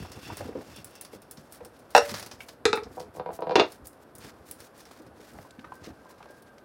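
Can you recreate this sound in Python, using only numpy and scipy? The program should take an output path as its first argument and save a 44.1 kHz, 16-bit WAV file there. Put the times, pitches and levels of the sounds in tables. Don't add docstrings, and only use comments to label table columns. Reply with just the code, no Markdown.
import sys
import numpy as np
from scipy import signal
from scipy.fft import rfft, irfft, next_fast_len
from scipy.io import wavfile

SR = 44100
rng = np.random.default_rng(int(sys.argv[2]) if len(sys.argv) > 2 else 0)


def generate_wav(signal):
    frames = np.transpose(np.atleast_2d(signal))
    scaled = np.clip(frames, -1, 1) * 32767
    pcm = np.round(scaled).astype(np.int16)
    wavfile.write(sys.argv[1], SR, pcm)


N = 292824
RING_SIZE = 16384
AGE = np.arange(RING_SIZE) / SR
TIME = np.arange(N) / SR


def from_db(db):
    return 10 ** (np.asarray(db) / 20)


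def rms_one(x):
    return x / np.sqrt(np.mean(x ** 2) + 1e-20)


def dying(t60):
    return np.exp(-np.log(1000) * AGE / max(t60, 1e-3))


def add(out, s, sound):
    start = int(np.clip(s * SR, 0, N - 1))
    out[start:start + len(sound)] += sound[:N - start]


def envelope(points):
    return from_db(np.interp(TIME, *np.transpose(points)))


def gains(spectrum, hz):
    at, db = np.transpose(spectrum)
    inside = from_db(np.interp(np.log(hz + 1), np.log(at), db))
    below = np.minimum(hz / at[0], 1) ** 2
    above = np.minimum(at[-1] / (hz + 1), 1) ** 2
    return inside * below * above


def coloured(x, spectrum):
    size = next_fast_len(len(x))
    shaped = rfft(x, size) * gains(spectrum, np.fft.rfftfreq(size, 1 / SR))
    return rms_one(irfft(shaped, size)[:len(x)])


def low_pass(x, hz):
    return signal.sosfilt(signal.butter(2, min(hz, .45 * SR), fs=SR, output="sos"), x)


def slow_noise(hz):
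    return rms_one(low_pass(rng.standard_normal(N), hz))


def grainy(size, spread_db, per_s):
    knots = np.clip(rng.standard_normal(size), -2, 2)
    strength_db = spread_db * np.interp(np.arange(size) * per_s / SR, np.arange(size), knots)
    return rng.standard_normal(size) * from_db(strength_db)


def ringing(modes, vary_db, detune_hz=20):
    hz, db, t60 = np.transpose(modes)
    chance = rng.standard_normal((len(hz), 2))
    strength = from_db(db + vary_db * chance[:, 0]) / np.linalg.norm(from_db(db))
    offset = detune_hz * (1 + np.abs(chance[:, 1])) * np.sqrt(hz / 500)
    neighbour = hz + np.sign(chance[:, 1]) * offset
    out = np.zeros(RING_SIZE)
    for k in range(len(hz)):
        pair = np.sin(2 * np.pi * hz[k] * AGE) + np.sin(2 * np.pi * neighbour[k] * AGE) / 3
        out += (-1) ** k * strength[k] * dying(t60[k]) * pair
    return out


def contact(hz, octaves, skirt_db, rise_s, t60):
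    corners_hz = hz * np.exp2(octaves * np.array([-2.5, -0.84, -0.9, 0.8, 2.1]))
    hump = list(zip(corners_hz, [skirt_db, -6, 0, -6, skirt_db]))
    thud = coloured(rng.standard_normal(RING_SIZE), hump) * dying(t60) * (1 - dying(rise_s))
    return thud / np.abs(thud).max()


def sweeping_crack(colour, spread_s):
    hz = np.fft.rfftfreq(RING_SIZE, 1 / SR)
    cepstrum = irfft(np.log(gains(colour, hz) + 1e-4))
    prompt = np.exp(rfft(2 * cepstrum[:RING_SIZE // 2], RING_SIZE))
    crack = irfft(prompt * np.exp(-4j * np.pi * spread_s * np.sqrt(1000 * hz)))
    return crack / np.abs(crack).max()


def blows(hits, colour, modes, crack_db, spread_s, ring_db, clatter_db, clatter_t60):
    out = np.zeros(N)
    crack = from_db(crack_db) * sweeping_crack(colour, spread_s)
    swell = 1 - dying(0.013)
    for s, db, bright_hz in hits:
        noise = coloured(rng.standard_normal(RING_SIZE), colour)
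        clatter = from_db(clatter_db) * noise * dying(clatter_t60) * swell
        ring = from_db(ring_db) * ringing(modes, vary_db=3.5) * swell
        add(out, s, from_db(db) * low_pass(crack + ring + clatter, bright_hz))
    return out


def room(x, wet_db, t60, wall_hz):
    tail = low_pass(rng.standard_normal(RING_SIZE), wall_hz) * dying(t60) * (1 - dying(0.0067)) ** 2
    return x + from_db(wet_db) * signal.fftconvolve(x, tail / np.linalg.norm(tail))[:N]


def room_tone(level_db):
    # (frequency [Hz], relative level [dB])
    air_colour = [(25, -35), (50, -6), (80, -4), (190, -3), (285, 2), (394, -2), (516, 0.5), (936, -7),
                  (1560, -9.5), (2050, -20.5), (3080, -25.5), (5280, -32), (6380, -37.5), (11600, -30.5),
                  (16000, -42.5)]
    return from_db(level_db) * coloured(rng.standard_normal(N), air_colour)


def whine(waver_db):
    # (time [s], frequency [Hz], level [dB])
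    path = [(4.3, 1320, -84), (4.85, 1430, -76), (5.3, 1500, -74), (5.72, 1552, -65), (6.1, 1590, -69),
            (6.45, 1612, -67), (6.64, 1520, -68)]
    s, hz, db = np.transpose(path)
    level_db = np.interp(TIME, s, db, left=-120) + waver_db * slow_noise(9.8)
    phase = 2 * np.pi * np.cumsum(np.interp(TIME, s, hz)) / SR
    return from_db(level_db) * np.sqrt(2) * np.sin(phase)


def fumbling():
    # (time [s], peak level [dB], centre [Hz])
    clicks = [(4.91, -39, 500), (5.387, -33.5, 900), (5.507, -43.5, 4500), (5.593, -40, 2000),
              (6.227, -42, 1790), (6.257, -44, 1300), (6.582, -43, 3000)]
    # (time [s], level [dB])
    taps = [(5.45, -44.5), (5.721, -36.5), (6.057, -46), (6.104, -47.5)]
    # (frequency [Hz], relative level [dB], t60 [s])
    tap_modes = [(1013, 2.5, 0.088), (1130, -8, 0.045), (910, -2, 0.045)]
    out = np.zeros(N)
    for s, db, hz in clicks:
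        add(out, s, from_db(db) * contact(hz, octaves=0.78, skirt_db=-20.5, rise_s=0.0024, t60=0.022))
    for s, db in taps:
        add(out, s, from_db(db) * ringing(tap_modes, vary_db=1.0))
    return out


def shuffling(trim_db):
    # (time [s], level before the trim [dB])
    handling = [(0, -40.5), (.42, -37.5), (.78, -43.5), (.95, -62), (1.4, -56), (1.88, -51.5), (2.12, -39),
                (2.55, -55.5), (2.9, -38.5), (3.3, -48.5), (3.8, -49.5), (4.0, -59), (4.25, -44.5),
                (4.7, -55), (5.45, -48.5), (5.9, -45), (6.05, -59.5), (6.64, -60)]
    # (frequency [Hz], relative level [dB])
    dull_colour = [(29, -47), (50, 1), (86, 6), (171, -0.5), (288, 0), (503, -4), (546, -7.5), (632, -16),
                   (709, -6.5), (2500, -27.5), (3250, -59.5), (5500, -120)]
    grains = grainy(N, spread_db=8.5, per_s=64)
    return from_db(trim_db) * envelope(handling) * coloured(grains, dull_colour)


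def bumps(trim_db):
    # (time [s], level before the trim [dB], centre [Hz])
    soft_hits = [(.002, -30.5, 126), (.047, -32.5, 950), (0.3, -26, 1050), (.407, -21.5, 610),
                 (0.412, -35.5, 101), (.453, -31, 328), (.489, -26, 373), (0.552, -22.5, 347),
                 (0.578, -28.5, 327), (.609, -36, 634), (0.783, -37, 159), (1.132, -32.5, 420),
                 (1.153, -35.5, 160), (1.378, -37, 133), (1.605, -33, 610), (1.657, -36, 504),
                 (2.091, -50, 910), (2.117, -28.5, 140.7), (2.404, -29, 1990), (3.818, -39, 88),
                 (4.999, -36, 348), (5.199, -38, 337), (5.39, -37.5, 130), (5.585, -32.5, 226),
                 (5.643, -32, 1270), (5.719, -33, 1080), (5.872, -28, 318), (6.203, -35.5, 880),
                 (6.256, -39, 650), (6.3, -36.5, 480)]
    out = np.zeros(N)
    for s, db, hz in soft_hits:
        t60 = 0.072 * (500 / hz) ** 0.63
        add(out, s, from_db(db + trim_db) * contact(hz, octaves=0.49, skirt_db=-20, rise_s=0.011, t60=t60))
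    return out


def nibbles():
    per_s = 2.8
    level_db, spread_db, body_db = -45.5, 2.5, -16
    chance = rng.random((80, 2))
    times = np.cumsum(-np.log(1 - chance[:, 0])) / per_s
    levels = level_db + spread_db * (2 * chance[:, 1] - 1)
    return [(s, db, db + body_db) for s, db in zip(times, levels) if s < N / SR]


def snaps(treble_trim_db, body_trim_db):
    # (time [s], treble level before trim [dB], body level before trim [dB])
    breaks = [(.1177, -34, -40.5), (.3701, -27, -40.5), (.762, -34, -45), (.845, -25.5, -51),
              (.9538, -37, -45), (1.0113, -23.5, -44.5), (1.0488, -37, -45.5), (1.2194, -38, -53),
              (1.311, -23.5, -48), (1.3718, -57, -46.5), (1.5238, -29, -50.5), (1.6488, -32, -48),
              (1.9051, -40, -53), (2.0921, -47, -34), (2.1408, -35, -30), (2.197, -28.5, -39),
              (2.2266, -35, -39.5), (2.2624, -30.5, -40), (2.3132, -47, -35.5), (2.4049, -57, -46),
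              (2.4853, -37, -39), (2.7562, -27.5, -52), (2.834, -63, -44), (2.998, -36, -40),
              (3.7204, -33, -47.5), (3.8702, -24, -55), (4.152, -30.5, -53), (4.1834, -33.5, -63),
              (4.512, -22.5, -48), (4.6033, -36, -47), (4.8047, -40, -48), (4.8532, -47.5, -50),
              (5.0653, -50, -57), (5.3343, -45, -64), (5.8393, -62, -45)]
    # (frequency [Hz], relative level [dB])
    treble_colour = [(3500, -42), (6500, -4.5), (9500, 9), (12500, 0.5), (16000, 4.5)]
    # (frequency [Hz], relative level [dB])
    body_colour = [(600, 14), (1400, 8), (3000, 3.5), (5300, 11), (7500, -2.5)]
    treble, body = np.zeros(N), np.zeros(N)
    treble_decay = dying(0.05) + dying(0.005)
    body_decay = dying(0.084)
    for s, treble_db, body_db in list(breaks) + nibbles():
        add(treble, s, from_db(treble_db + treble_trim_db) * treble_decay)
        add(body, s, from_db(body_db + body_trim_db) * body_decay)
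    cracks = grainy(N, spread_db=3.0, per_s=1800)
    return treble * coloured(cracks, treble_colour) + body * coloured(cracks, body_colour)


def rustling(rustle_trim_db, crinkle_trim_db):
    # (time [s], level before the trims [dB])
    leaf_flow = [(0, -45.5), (.18, -55), (.25, -44.5), (.4, -46.5), (.52, -53.5), (.79, -50.5),
                 (1.05, -60.5), (1.25, -71), (1.87, -61), (2.12, -34), (2.3, -53.5), (2.58, -78),
                 (4.05, -70.5), (4.55, -59), (5.12, -70.5), (5.35, -60), (6.0, -65), (6.64, -69)]
    # (time of the loudest moment [s], rise and fall time, each [s],
    # level before the trims [dB], crinkle relative to rustle before the trims [dB])
    tugs = [(1.146, 0.039, -53.5, -0.5), (1.42, 0.099, -65, 0), (1.546, 0.055, -56.5, 5),
            (2.424, 0.035, -60, 12), (2.493, 0.072, -64, 8), (2.978, 0.12, -55, -2),
            (3.171, 0.043, -56.5, 1.5), (3.347, 0.041, -52.5, 8.5), (3.72, 0.083, -53, -2),
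            (3.864, 0.031, -60, 10.5), (4.027, 0.02, -72.5, 11), (4.256, 0.078, -44, -9),
            (4.494, 0.048, -57.5, 8.5), (4.638, 0.065, -60, 6.5), (4.802, .05, -57, 0),
            (4.95, 0.13, -57.5, -6), (5.252, 0.1, -54, -6), (5.393, 0.13, -65.5, 4.5),
            (5.603, 0.048, -64, -21), (5.863, 0.071, -49.5, -21), (6.106, 0.024, -62, 3),
            (6.255, 0.15, -63, -28), (6.38, 0.05, -66.5, 0), (6.475, 0.028, -60, -17)]
    # (frequency [Hz], relative level [dB])
    rustle_colour = [(900, -5), (1700, -1), (3000, -7.5), (5200, -6.5), (6500, -12), (9000, -19)]
    # (frequency [Hz], relative level [dB])
    crinkle_colour = [(4500, -2.5), (7000, 2), (10000, 6), (13000, 4), (16000, 2)]
    fits_db = 2.5 * slow_noise(8)
    rustle = envelope(leaf_flow) * from_db(fits_db)
    crinkle = rustle * from_db(-9)
    for s, length, db, crisp_db in tugs:
        swell = from_db(db) * np.hanning(int(2 * length * SR))
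        add(rustle, s - length, swell)
        add(crinkle, s - length, from_db(crisp_db) * swell)
    clumps = from_db(2.44 * slow_noise(34))
    leaves = clumps * grainy(N, spread_db=2.0, per_s=730)
    soft = rustle * from_db(rustle_trim_db) * coloured(leaves, rustle_colour)
    crisp = crinkle * from_db(crinkle_trim_db) * coloured(leaves, crinkle_colour)
    return soft + crisp


def slide():
    # (time [s], level [dB])
    rubbing = [(0, -52), (.12, -62), (.19, -63), (.26, -50.5), (.36, -55.5), (.55, -68), (.7, -68),
               (.78, -50.5), (.86, -79), (.96, -59.5), (1.06, -67), (1.2, -73), (1.9, -85)]
    # (frequency [Hz], relative level [dB], t60 [s])
    china_rings = [(2700, 0, .033), (3510, -2, .026), (4580, -2, .016), (5460, 0, .022)]
    friction = grainy(N, spread_db=2.5, per_s=600)
    rubbed = signal.fftconvolve(friction, ringing(china_rings, vary_db=1.5))[:N]
    return envelope(rubbing) * rms_one(rubbed)


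def door_judder():
    # (time [s], level [dB])
    slips = [(2.969, -31), (2.977, -29.5), (3.001, -30.5), (3.027, -34.5), (3.149, -33), (3.168, -30),
             (3.196, -22.5), (3.26, -24), (3.289, -26.5), (3.304, -26.5), (3.389, -26.5), (3.404, -31),
             (3.421, -21.5), (3.43, -28), (3.469, -23.5), (3.494, -20), (3.509, -19), (3.519, -20),
             (3.533, -33.5)]
    # (frequency [Hz], relative level [dB])
    colour = [(120, -20), (180, 5.5), (260, -29.5), (340, 5), (480, -4), (950, 6.5), (1250, -10),
              (2200, -21), (3200, -21.5), (4700, -15), (5600, -28.5), (8000, -33.5)]
    # (frequency [Hz], relative level [dB], t60 [s])
    modes = [(172, -12, .35), (345, -5, .16), (420, -3, .14), (500, 0, .14), (665, 0, .16), (765, -3, .1),
             (862, -3, .1), (955, 0, .09), (1080, -7, .08), (1310, -13, .1), (1550, -12, .06),
             (2130, -13, .05), (2400, -16, .05), (2740, -15, .05), (3570, -14, .055), (4100, -18, .04),
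             (4520, -14, .05), (4800, -17, .04), (5470, -17, .05)]
    hits = [(s, db, 3100 * 2 ** ((db + 21.5) / 5.5)) for s, db in slips]
    return blows(hits, colour, modes, crack_db=0, spread_s=.002,
                 ring_db=-7, clatter_db=-12, clatter_t60=.075)


def frame_knocks():
    # (time [s], level [dB], brightness [Hz])
    hits = [(2.6535, -6, 10800), (2.677, -27, 2480), (2.7295, -11.5, 6500), (2.7735, -19.5, 2100),
            (2.823, -30, 593)]
    # (frequency [Hz], relative level [dB])
    colour = [(120, -20.5), (260, -13), (440, -4.5), (600, -19.5), (860, -3.5), (1050, -16), (1300, -1.5),
              (1500, -14), (2300, -13), (3100, -24), (3700, -11.5), (5200, -21.5), (10400, -33),
              (16000, -49)]
    # (frequency [Hz], relative level [dB], t60 [s])
    modes = [(412, 3, .19), (463, 2, .17), (829, -6, .12), (880, -7, .09), (1281, -1, .08), (1739, -15, .1),
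             (2342, -10, .08), (2611, -6, .07), (3560, -11, .08), (4140, -15, .06), (4533, -11, .05),
             (4867, -9, .055), (5755, -13, .04)]
    return blows(hits, colour, modes, crack_db=-2.0, spread_s=0.001994,
                 ring_db=-7, clatter_db=-3.5, clatter_t60=0.036)


def door_bangs():
    # (time [s], level [dB], contact brightness [Hz])
    hits = [(3.5555, -3.5, 10800), (3.561, -8, 4000), (3.578, -9, 1500), (3.590, -18.5, 6900),
            (3.5965, -4, 7000), (3.602, -16.5, 3500), (3.611, -8.5, 1770)]
    # (frequency [Hz], relative level [dB])
    colour = [(60, -51.5), (105, -29.5), (156, -23), (199, -16), (240, -18), (305, -4), (413, -2),
              (563, -16.5), (702, -4), (785, -6), (1000, -11.5), (1370, -18), (2550, -17.5), (2760, -9.5),
              (3150, -27.5), (3470, -14), (5800, -28), (7500, -39), (16000, -55)]
    # (frequency [Hz], relative level [dB], t60 [s])
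    modes = [(105, -13, .32), (303, -1, .18), (352, 0, .15), (409, 0, .14), (474, -3, .15), (520, -3, .14),
             (624, -3, .17), (690, -4, .12), (743, -5, .15), (905, -5, .11), (955, -5, .11),
             (1015, -4, .11), (1087, -7, .1), (1491, -14, .12), (1895, -13, .09), (2768, 1, .09),
             (3429, -2, .075), (3620, -10, .07)]
    return blows(hits, colour, modes, crack_db=-4.5, spread_s=0.001433,
                 ring_db=-12, clatter_db=-5.0, clatter_t60=0.047)


def plate_knocks():
    # (time [s], level [dB], contact brightness [Hz])
    hits = [(1.9497, 3.5, 6000), (1.9511, -0.5, 2500), (1.9555, -13.5, 14000), (1.964, -3.5, 15000),
            (1.9718, -9, 8900), (1.9785, -1.5, 9000), (1.984, -42, 2960)]
    # (frequency [Hz], relative level [dB])
    colour = [(71, -55), (120, -36), (378, -15.5), (463, -34), (727, 2.5), (1140, -16), (1490, -4),
              (2480, -28), (2750, -9), (3110, -40), (3520, -19), (5190, -26), (5630, -15.5), (6110, -26.5),
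              (16000, -33.5)]
    # (frequency [Hz], relative level [dB], t60 [s])
    modes = [(474, 7, .18), (577, 4, .38), (661, 3, .13), (723, 6, .15), (822, -2, .12), (880, 0, .08),
             (950, -2, .09), (1085, -8, .08), (1385, -2, .07), (1495, 1, .08), (1555, -1, .07),
             (1670, -3, .08), (1915, -15, .08), (2662, -3, .055), (2820, -14, .06), (4140, -14, .05),
             (4511, -9, .05), (5562, -1, .05), (5690, -12, .05)]
    return blows(hits, colour, modes, crack_db=-5.0, spread_s=0.000786,
                 ring_db=-16.5, clatter_db=-4, clatter_t60=0.028)


def scene():
    air = room_tone(level_db=-54.5) + whine(waver_db=5.0)
    stir = shuffling(trim_db=-8.0) + rustling(rustle_trim_db=-6.5, crinkle_trim_db=-7.5) + slide()
    leaves = room(snaps(treble_trim_db=-15.0, body_trim_db=-2.0), wet_db=-10.5, t60=0.22, wall_hz=14840)
    struck = bumps(trim_db=-4.0) + door_judder() + frame_knocks() + door_bangs() + plate_knocks()
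    knocks = room(struck, wet_db=-8.5, t60=0.18, wall_hz=11200)
    return (air + fumbling() + stir + leaves + knocks)[None]


def record(dry):
    rounded = dry / (1 + dry ** 4) ** .25
    thin = signal.sosfilt(signal.butter(3, 48, "high", fs=SR, output="sos"), rounded)
    return signal.sosfilt(signal.ellip(10, .2, 70, 16000, fs=SR, output="sos"), thin)


dry = scene()
out = record(dry)
generate_wav(out)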